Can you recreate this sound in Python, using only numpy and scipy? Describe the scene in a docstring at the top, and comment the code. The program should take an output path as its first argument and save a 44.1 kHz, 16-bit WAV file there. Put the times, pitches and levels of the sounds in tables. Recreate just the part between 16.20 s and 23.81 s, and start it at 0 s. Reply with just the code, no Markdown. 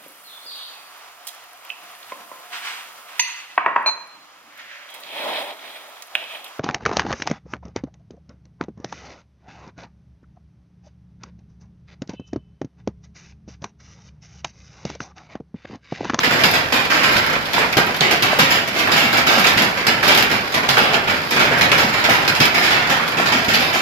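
"""Hail on a porch roof

Underneath a sheet-metal porch roof: big stones 1 to 10 m away set the sheets rattling, as noise through modes.
Middling stones and small pellets patter between them; rain washes and stones patter in the yard beyond.
Close by, struck spots clack or clang as short modes, stones shatter as sprays of noise, whole sheets boom
on beating low modes and deck boards thud; a faint breeze rumbles on the two microphone ports."""
import sys
import numpy as np
from scipy import signal
from scipy.fft import rfft, irfft, next_fast_len
from scipy.io import wavfile

SR = 44100
rng = np.random.default_rng(int(sys.argv[2]) if len(sys.argv) > 2 else 0)


def transcribe(u):
    """Save the signal u as a 16-bit wav file named by the first command-line argument.

    u: samples, shape (n,) or (channels, n), limited to [-1, 1]; the rate is SR.
    q: integer samples, one column per channel.
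    """
    v = np.clip(np.atleast_2d(u).T, -1, 1)
    q = np.round(v * 32767).astype(np.int16)
    wavfile.write(sys.argv[1], SR, q)


N = 335601  # length [samples]


def amp(db):
    """Decibels to gain."""
    return 10 ** (np.asarray(db) / 20)


def evened(x):
    """Scales to rms 1."""
    return x / np.sqrt(np.mean(x ** 2) + 1e-20)


def read(points, hz):
    """Reads (Hz, value) points on a log-frequency axis."""
    f, value = np.transpose(points)
    return np.interp(np.log(hz + 1), np.log(f + 1), value)


def add(mix, s, sound):
    """Lays a stereo sound into the mix at s seconds."""
    part = mix[:, max(round(s * SR), 0):][:, :sound.shape[1]]
    part += sound[:, :part.shape[1]]


def shaped(x, gain):
    """Filters x by gain(Hz)."""
    size = next_fast_len(x.shape[-1] + 2048, True)
    spectrum = rfft(x, size) * gain(np.fft.rfftfreq(size, 1 / SR))
    return irfft(spectrum, size)[..., :x.shape[-1]]


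def resonate(x, hz, width_hz):
    """A causal resonance with gain 1 at its centre."""
    return signal.lfilter(*signal.iirpeak(hz, hz / width_hz, SR), x)


def breeze(level_db=-55, edge_hz=90, gust_db=8.0):
    """Moving air rumbles faintly and separately on each microphone port, in slow gusts."""
    gusts = evened(shaped(rng.standard_normal(N), lambda f: np.exp(-f / 2)))
    noise = rng.standard_normal((2, N))
    rumble = evened(shaped(noise, lambda f: f / (1 + (f / edge_hz) ** 2) ** 2))
    return rumble * amp(level_db + gust_db * gusts)


def yard(level_db=-33, swell_db=3.0):
    """Countless distant drops and stones merge into a gently swelling wash."""
    # rain and hail out in the yard: f/Hz, relative level/dB per Hz
    wash_colour = [(15, -47), (25, -34), (244, 8.5), (1070, 0.5), (2260, -8), (5060, -2), (7370, -48),
                   (7990, -31), (8650, -27), (12300, -15), (15200, -28)]
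    swell = evened(shaped(rng.standard_normal(N), lambda f: np.exp(-f / 2)))
    wash = evened(shaped(rng.standard_normal((2, N)), lambda f: amp(read(wash_colour, f))))
    return wash * amp(level_db + swell_db * swell)


def patter(per_s=70, level_db=-22, spread_db=4, low_hz=600, high_hz=5400, cycles=45,
           echo_db=-17, echo_t60=0.075, count=48):
    """Stones strike cars, steps and gravel in the yard; every spot answers with its own few short modes."""
    t, out = np.arange(SR // 8) / SR, np.zeros((2, N))
    spots = []
    for hz in np.geomspace(low_hz, high_hz, count):
        modes = hz * rng.uniform(0.677, 1.556, (4, 1))
        ringing = np.sin(2 * np.pi * modes * t) * amp(-60 * t * modes / cycles)
        ring = rng.standard_normal((2, 4)) @ ringing
        echo = evened(resonate(rng.standard_normal((2, len(t))), hz, hz / 2))
        echo = echo * amp(echo_db - 60 * t / echo_t60)
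        spots.append(ring / abs(ring).max() + echo)
    for k, (delay, spot, size) in enumerate(rng.random((1500, 3))):
        s = (k + 4 * delay - 2) / per_s
        if 0 < s < N / SR:
            level = amp(level_db + spread_db * (2 * size - 1.5))
            add(out, s, level * spots[int(spot * count)])
    return out


def thuds(level_db=-5, swing_s=0.002, swing_hz=500, echo_db=-14, echo_t60=0.49):
    """A deck board swings in its lowest modes for a few cycles and the porch answers faintly."""
    # stones landing on the wooden deck: t/s, relative level/dB, f/Hz
    deck_hits = [(0.2385, -12, 716), (0.96, -13, 162), (1.164, -13, 593), (1.3797, -4.5, 950),
                 (1.567, -13, 790), (1.569, -10, 336), (1.585, -5, 484), (2.046, -11, 735),
                 (2.130, -4, 630), (2.188, -4.5, 517), (2.351, -11, 680), (3.172, -8, 594),
                 (3.365, -10.5, 207), (3.67, -18, 427), (3.905, -6, 567), (4.345, -13, 586),
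                 (4.488, -8, 776), (4.623, -10, 770), (5.162, -7, 503), (5.310, -9, 510),
                 (5.781, -11.5, 780), (5.888, -4, 663), (6.205, -9.5, 300), (6.720, -11, 684),
                 (6.998, -6.5, 690), (7.283, -10.5, 245), (7.297, -9.5, 583), (7.557, -9, 690)]
    # other modes of a board: f/strongest mode [ratio], level/dB against it
    board_modes = [(0.55, -8), (1.6, -11), (2.6, -19)]
    t, out = np.arange(SR // 5) / SR, np.zeros((2, N))
    for s, db, hz in deck_hits:
        age = t / swing_s * np.sqrt(hz / swing_hz)  # higher boards settle sooner
        phase = 2 * np.pi * hz * t
        swing = np.sin(phase) + sum(amp(mode_db) * np.sin(ratio * phase) for ratio, mode_db in board_modes)
        echo = evened(resonate(rng.standard_normal((2, len(t))), hz, hz))
        echo = echo * amp(echo_db - 60 * t / echo_t60)
        add(out, s, amp(db + level_db) * (age * np.exp(1 - age) * swing + echo))
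    return out


def splinters(level_db=-1.5, t60=0.077, echo_db=-11, echo_t60=0.36, chips_db=-2.0, chip_s=0.0012):
    """A stone bursts into a spray of chips, and the porch throws the spray back."""
    # ice shattering on the roof's edge and the rail:
    # t/s, relative level/dB, tilt above 1 kHz/(dB per octave), left minus right/dB
    bursts = [(0.312, -21.5, 2, 5), (0.926, -30, 3, 8), (1.064, -30, 1, 4), (1.254, -27, -2, -2),
              (1.332, -21, -1, 1), (1.526, -30, 0.5, 8), (1.571, -19, 0, 7), (1.663, -33, 7, 7),
              (1.764, -24.5, 0, 2), (2.024, -13, -2.5, 5), (2.188, -23, 4, 4), (2.475, -28, 2, 4),
              (2.673, -29, 1, 4), (2.928, -24, 2, 0), (2.972, -27, 3, 6), (3.194, -20, 2, -7),
              (3.668, -19, 1, 4), (3.879, -19, 4, -1), (3.948, -16, 0, 1), (3.975, -16, 0, 0),
              (4.025, -22, 9, 0), (4.345, -19, -3.5, 4), (4.582, -20, 0, -3), (5.108, -28, 5, 6),
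              (5.385, -27, 2, 5), (6.204, -14, -5, 2), (6.253, -18, 1, 0), (6.878, -22.5, -1, 5),
              (7.246, -23.5, -3, 6)]
    # colour of breaking ice: f/Hz, relative level/dB per Hz
    ice_colour = [(300, -30), (1500, -8), (3500, 11), (5200, 5), (8500, -9.5), (12500, 1.5), (15200, -7)]
    t, out = np.arange(SR // 5) / SR, np.zeros((2, N))
    for s, db, tilt_db, side_db in bursts:
        def colour(f):
            return amp(read(ice_colour, f) + tilt_db * np.log2(np.maximum(f, 1000)))
        jitter = np.interp(t / chip_s, np.arange(400), rng.uniform(-2, 2, size=400))
        chips = evened(amp(chips_db * jitter))
        spray = evened(shaped(rng.standard_normal((2, len(t))), colour))
        fall = chips * amp(-60 * t / t60) + amp(echo_db - 60 * t / echo_t60)
        sides_db = side_db * np.array([[.5], [-.5]])
        add(out, s, amp(db + level_db + sides_db) * spray * fall)
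    return out


def clacks(level_db=-0.5, width_share=0.33, ring_cycles=115, echo_db=-14, echo_t60=0.16,
           core_db=-3, core_cycles=44, contact_cycles=1.3):
    """A solid stone rings one spot for a few cycles; the sheet around it and the porch answer."""
    # stones that clack or clang close by: t/s, relative level/dB, f/Hz
    close_hits = [(0.033, -8, 1820), (0.106, -13, 1370), (0.2368, -1, 3020), (0.240, -9, 1480),
                  (0.722, -8, 1490), (0.836, -13, 2770), (0.964, -12, 2450), (1.1524, -13, 2120),
                  (1.257, -13.5, 3170), (1.445, -13, 1110), (1.527, -17, 4240), (1.67, -18, 3230),
                  (1.745, -17, 1600), (1.8078, -3, 3960), (2.192, -7, 1460), (2.383, -9, 1590),
                  (2.673, -10, 1600), (2.768, -14, 2130), (3.070, -10, 2500), (3.245, -14, 1270),
                  (3.246, -4, 2400), (3.270, -6, 4600), (3.671, -7, 4650), (3.725, -17, 2080),
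                  (3.828, -8, 1580), (4.0253, -5, 3230), (4.116, -17, 1390), (4.489, -7, 3450),
                  (4.570, -6, 1520), (4.589, -5, 1420), (4.743, -6.5, 2680), (5.172, -12, 1600),
                  (5.200, -8, 1380), (5.411, -9, 2120), (5.412, -14, 1190), (5.517, -1, 2560),
                  (5.528, -9, 1300), (6.078, -8, 3600), (6.151, -11, 3920), (6.21, -18, 1150),
                  (6.798, -12.5, 1190), (7.066, -21, 2120)]
    # side modes of a struck spot: f/pitch [ratio], level/dB against the pitch
    side_modes = [(1.4, -8), (0.82, -7), (1.62, -4)]
    t, out = np.arange(SR // 5) / SR, np.zeros((2, N))
    for s, db, hz in close_hits:
        turns, width_hz = hz * t, width_share * hz
        fall = amp(-60 * turns / ring_cycles) + amp(echo_db - 60 * t / echo_t60)
        push = rng.standard_normal((2, len(t))) * fall
        answer = resonate(resonate(push, hz, width_hz), hz, 2 * width_hz)
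        core = sum(amp(mode_db) * np.sin(2 * np.pi * (ratio * turns + rng.random((2, 1))))
                   for ratio, mode_db in [(1, 0)] + side_modes)
        core *= (1 - np.exp(-turns / contact_cycles)) * amp(-60 * turns / core_cycles)
        answer = amp(level_db) * answer / abs(answer).max()
        core = amp(core_db) * core / abs(core).max()
        add(out, s, amp(db) * (answer + core))
    return out


def booms(level_db=-8.0, count=9, t60=0.14, rise_s=0.005):
    """A sheet's crowded low modes, spread around one pitch, start together and beat as they die."""
    # heavy stones bending a whole sheet: t/s, relative level/dB, f/Hz
    bends = [(0.239, -11, 182), (0.535, -16.5, 270), (0.823, -17, 214), (0.905, -11, 300),
             (1.567, -11, 156), (1.808, -7.5, 158), (2.025, -16, 130), (2.103, -15.5, 175),
             (2.189, -8, 165), (2.836, -10, 221), (3.085, -10, 330), (3.175, -8, 224), (3.400, -9, 195),
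             (3.462, -16, 199), (3.675, -15, 230), (3.877, -19, 127), (4.489, -15, 126), (5.635, -10, 216),
             (5.925, -19, 189), (6.085, -18, 150), (6.196, -8.5, 145), (6.337, -18, 185),
             (7.145, -11.5, 264), (7.343, -11, 221)]
    t, out = np.arange(SR // 3) / SR, np.zeros((2, N))
    envelope = (1 - np.exp(-t / rise_s)) * amp(-60 * t / t60)
    for s, db, hz in bends:
        modes = hz * 2 ** ((np.arange(count) + rng.random(count)) / count - .5)
        weights = rng.choice([-1, 1], count) * np.hanning(count + 2)[1:-1]
        boom = weights @ np.sin(2 * np.pi * modes[:, None] * t) * envelope
        add(out, s, amp(db + level_db) * np.array([boom, boom]) / abs(boom).max())
    return out


def small_stones(per_s=260, size_db=2.0, tick_t60=0.017, tail_t60=0.51, tail_db=-13,
                 bright_hz=7000, count=32, treble_lift=0.062):
    """Random pellets: each ticks on the metal and leaves a faint rattle."""
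    t, out = np.arange(SR // 6) / SR, np.zeros((2, N))
    size = amp(size_db * np.minimum(rng.exponential(1, N), 2)) * (rng.random(N) < per_s / SR)
    spots = rng.integers(0, count, N)
    fall = amp(-60 * t / tick_t60) + amp(tail_db - 60 * t / tail_t60)
    for spot in range(count):
        tap = rng.standard_normal((2, len(t))) * fall
        for at in np.flatnonzero(size * (spots == spot)):
            add(out, at / SR, size[at] * tap)
    # light pellets make brief contact, so they sound brighter than big stones
    return shaped(evened(out), lambda f: 1 + treble_lift * f / (f + bright_hz))


def middling_stones(per_s=12, level_db=-24, spread_db=3, bright_level_db=-0.5, metres=5.2,
                    lull_s=0.11, lull_db=-6):
    """Stones farther along the roof, one at random around each equal stretch of time, lighter in the lulls."""
    # lulls between flurries: t/s
    lulls = [0.48, 1.26, 1.48, 2.44, 3.52, 4.26, 5.04]
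    place, size, hardness = rng.uniform(-1, 1, (150, 3)).T
    s = (np.arange(len(place)) + place / 2) / per_s
    lull = sum(np.exp(-(2 * (s - at) / lull_s) ** 2) for at in lulls)
    db = level_db + spread_db * size + lull_db * lull
    bright_db = bright_level_db + spread_db * hardness
    return np.c_[s, db, bright_db, np.full(len(s), metres)][s < N / SR]


def blows(stones, hold=1.39, ripple_db=7.0, mode_gap_hz=45, thump_edge_hz=720, bright_edge_hz=2900,
          crack=0.13, crack_s=0.018, crack_growth=0.37, arrivals_per_s=4000, crowding_s=0.02,
          tint_db=2.5, tint_gap_hz=1000, release_s=0.22, swell_share=0.24, swell_s=0.01, ring_size=24576):
    """Each blow cracks, sets the sheets' modes rattling, holds up a moment and dies away, the treble first."""
    # how the sheets take a blow: f/Hz, level/dB, factor on the ring time [ratio], rise time/s
    sheet = [(90, 3, 2.8, 0.0019), (244, 0, 1.17, 0.00046), (576, -1, 1.01, 0.0018), (1210, 0, 1.1, 0.0015),
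             (2150, 1, 1.03, 0.00043), (3830, 3.5, 0.76, 0.0026), (6200, 2, 0.62, 0.0007),
             (12200, 2.5, 0.58, 0.00069)]
    typical_db, typical_m, ring_t60_s = -15, 3.12, 0.43  # a typical big stone, before the bands' factors
    # heavy or far stones ring longer, hard and bright ones die sooner
    ring_growth_per_db, ring_distance_power, ring_loss_per_bright_db = 0.2362, 1.01, 0.03
    # heavy or near stones thump more
    thump_db_per_db, thump_db_per_halved_distance = 0.07, 1.5
    rise_distance_power = 1.77  # far blows take longer to swell

    hz, band_db, ring, rise = np.transpose(sheet)[:, :, None]
    t, f = np.arange(ring_size) / SR, np.fft.rfftfreq(ring_size, 1 / SR)
    shares = np.array([read(np.c_[hz, share], f) for share in np.eye(len(hz))], np.float32)
    low = 1 / (1 + (hz / thump_edge_hz) ** 4)
    high = 1 / (1 + (bright_edge_hz / hz) ** 4)
    burst = crack * np.exp(-t / crack_s)
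    swell = 1 - swell_share * (1 - high) * np.exp(-t / swell_s)  # the body fills in after the first edge
    release = np.minimum((t[-1] - t) / release_s, 1)
    # separate wavefronts at first, then a crowd
    density = np.minimum(arrivals_per_s * (1 + t / crowding_s) / SR, 1)
    ripple = ripple_db * f / (f + 600)  # long waves hardly depend on where the stone lands
    out = np.zeros((2, N))
    for s, db, bright_db, metres in stones:
        weight_db, far = db - typical_db, max(metres / typical_m, .3)
        thump_db = thump_db_per_db * weight_db - thump_db_per_halved_distance * np.log2(far)
        t60 = ring_t60_s * far ** ring_distance_power
        t60 *= np.exp(ring_growth_per_db * weight_db - ring_loss_per_bright_db * bright_db)
        # every spot of the roof drives its own choice of the crowded modes
        modes = np.minimum(rng.standard_normal(size=1000), 1)  # some sit on a node, none towers over the rest
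        spot = evened(amp(ripple * np.interp(f / mode_gap_hz, np.arange(len(modes)), modes)))
        # and favours a few broad regions of the treble
        tint = rng.uniform(-1.07, 1, size=32)
        regions = np.interp(f / tint_gap_hz, np.arange(len(tint)), tint)
        spot = evened(spot * amp(tint_db * f / (f + tint_gap_hz) * regions))
        arrives = rng.random((2, ring_size)) < density
        waves = rng.standard_normal((2, ring_size)) * arrives / np.sqrt(density)
        vibration = (rfft(waves) * spot).astype(np.complex64)
        bands = irfft(shares[:, None] * vibration)
        # the level holds up for a moment before it falls
        age = (t * np.log(1000) / (t60 * ring)).astype(np.float32)
        fall = np.exp(-np.minimum(age, 20)) * np.sqrt(1 + 2 * hold * age) * release
        # blows from far spots arrive gradually; near, bright stones crack the most
        attack = 1 - np.exp(-t / (rise * far ** rise_distance_power))
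        onset = attack * swell * (1 + burst / far * amp(crack_growth * bright_db))
        gain = amp(db + band_db + thump_db * low + bright_db * high)
        envelope = (gain * onset * fall).astype(np.float32)
        add(out, s, np.einsum("bt,bct->ct", envelope, bands))  # sum of the bands
    return out


def roof(big_db=-1.22, small_db=-28):
    """All the blows take on the colour and the ringing modes of the sheet metal."""
    # big stones overhead: t/s, relative level/dB, brightness/dB, distance/m
    big_stones = [(0.0, -19.5, -3, 3.1), (0.032, -13.5, -1.5, 2.05), (0.106, -15, -3, 5),
                  (0.19, -18, -3, 5.4), (0.236, -13.5, 3.5, 2.4), (0.336, -15, 1.5, 3.3),
                  (0.522, -14, 1.5, 3.2), (0.699, -14, -2, 5.7), (0.831, -14.5, 0.5, 3.5),
                  (0.906, -16, -2, 9.9), (0.965, -16.5, 3.5, 2.1), (1.06, -18, -11, 4.4),
                  (1.154, -19, -8.5, 2), (1.333, -15.5, -2, 4.3), (1.373, -17, -11, 3.6),
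                  (1.408, -17, -9, 2.3), (1.526, -19, -3, 2.4), (1.568, -12.5, -0.5, 1.26),
                  (1.668, -18, -11, 3.6), (1.742, -21.5, 0, 3), (1.808, -12.5, -3.5, 2.35),
                  (1.909, -15.5, 3.5, 3), (2.022, -14, -3, 3.8), (2.189, -13, 3, 2.34),
                  (2.302, -16, 5.5, 5.7), (2.474, -22, 3, 7.7), (2.54, -20.5, -16, 2), (2.56, -15, -4, 5.6),
                  (2.587, -19, 5, 4.9), (2.673, -16, -21, 1.4), (2.715, -15, 2.5, 3.8),
                  (2.764, -14, 1, 4.6), (2.928, -14, -3, 2.5), (2.972, -16.5, 3, 3.6), (3.065, -12.5, 0, 4),
                  (3.179, -17.5, 2.5, 3.8), (3.24, -15.5, 2.5, 3), (3.266, -15.5, 5.5, 3.7),
                  (3.373, -14.5, 2, 2.3), (3.419, -14, 0, 1.9), (3.571, -17.5, -5, 4.2),
                  (3.667, -12.5, -1.5, 1.87), (3.827, -14.5, 0, 5), (3.877, -12, 0.5, 2.3),
                  (3.973, -15, 3.5, 3.4), (4.113, -16, 0, 4.1), (4.32, -22, 4, 4.5),
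                  (4.341, -14.5, -3, 2.3), (4.43, -17, -9, 2.3), (4.487, -15.5, 5, 4),
                  (4.568, -13, -4.5, 3.3), (4.733, -15, -2, 2.2), (4.873, -15.5, -6, 3.2),
                  (4.896, -18, -2, 4.1), (5.106, -16.5, 2, 3.9), (5.16, -14, -5, 2.8),
                  (5.195, -13, -2, 2.15), (5.313, -14.5, -13, 3.5), (5.333, -24, 4, 4.4),
                  (5.41, -11.5, 0, 1.03), (5.515, -12.5, -1.5, 1.6), (5.579, -14, 1.5, 3.1),
                  (5.721, -16, -5.5, 9.1), (5.84, -14, 0, 1.8), (5.894, -12, -1, 1.95),
                  (6.077, -15.5, 3.5, 2.5), (6.148, -19, 3.5, 5.5), (6.201, -12, 1.5, 1.8),
                  (6.25, -19, 2, 3.3), (6.343, -14, -1, 4.5), (6.424, -16.5, 2, 6.6),
                  (6.503, -14.5, -1.5, 4.7), (6.696, -15, -0.5, 3.4), (6.806, -18, -10, 6.4),
                  (6.935, -20, -15, 3.2), (6.97, -14, -5.5, 2.7), (7.055, -18, 3, 6.6),
                  (7.12, -14.5, -3, 3.3), (7.282, -15.5, 1, 3.8), (7.337, -15, 5, 2.4),
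                  (7.39, -16, -1.5, 6.6), (7.529, -15.5, -1.5, 7.1)]
    # ice on the roof: f/Hz, relative level/dB per Hz
    metal_colour = [(15, -50), (25, -29.5), (163, -4), (238, -1), (328, -1.5), (734, 1.3), (1070, -3.5),
                    (1400, -0.9), (2260, -2), (4200, -10.5), (5060, -11.5), (7370, -23), (8200, -31),
                    (12600, -23), (15200, -30)]
    # ringing modes of the sheets: f/Hz, width/Hz, level/dB over the rattle
    roof_modes = [(104, 46, -13.5), (158, 16, -12), (248, 31, -10.5), (770, 55, -22), (978, 89, -11),
                  (1360, 95, -15.5), (1580, 67, -16), (2320, 240, -13.5), (5010, 720, -10),
                  (7250, 720, -2.5)]
    hail = amp(big_db) * blows(big_stones) + amp(small_db) * small_stones() + blows(middling_stones())
    rattle = shaped(hail, lambda f: evened(amp(read(metal_colour, f))))
    return rattle + sum(amp(db) * resonate(rattle, hz, width) for hz, width, db in roof_modes)


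def microphones(x):
    """Two close ports share the bass and hear the treble separately."""
    # how alike the two ports hear: f/Hz, left-right likeness [-1 to 1]
    port_likeness = [(60, .7), (125, .82), (230, .84), (400, .6), (620, .45), (950, .03), (1600, -.17),
                     (3000, 0), (14000, .06)]
    # balance of the two ports: f/Hz, left minus right/dB
    port_balance = [(60, -1), (110, -0.5), (200, 0), (380, 0), (700, 0.5), (1290, -3.5), (2380, -4.0),
                    (4400, -3), (8120, 0.5), (15000, 5.5)]

    def apart(f):
        likeness = np.clip(read(port_likeness, f), -.9, .98)
        return np.sqrt((1 - likeness) / (1 + likeness))
    mid = (x[0] + x[1]) / 2
    side = shaped((x[0] - x[1]) / 2, apart)
    return np.array([shaped(mid + sign * side, lambda f: amp(sign * read(port_balance, f) / 2))
                     for sign in (1, -1)])


def scene():
    """Yard, near blows and roof reach the ports together; the breeze blows on the ports themselves."""
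    far = yard() + patter()
    near = thuds() + splinters() + clacks() + booms()
    return breeze() + microphones(far + near + roof())


def record(dry, notch_hz=8100, notch_width_hz=500, notch_depth=0.17, knee=0.94, edge_hz=15600):
    """A narrow dip in the microphone's treble, rounded peaks, and the band limit."""
    x = dry - notch_depth * resonate(dry, notch_hz, notch_width_hz)
    below = np.clip(x, -knee, knee)
    x = below + (1 - knee) * np.tanh((x - below) / (1 - knee))
    lowpass = signal.firwin(401, edge_hz, window=("kaiser", 8), fs=SR)
    return signal.oaconvolve(x, lowpass[None], "same")


dry = scene()
out = record(dry)
transcribe(out)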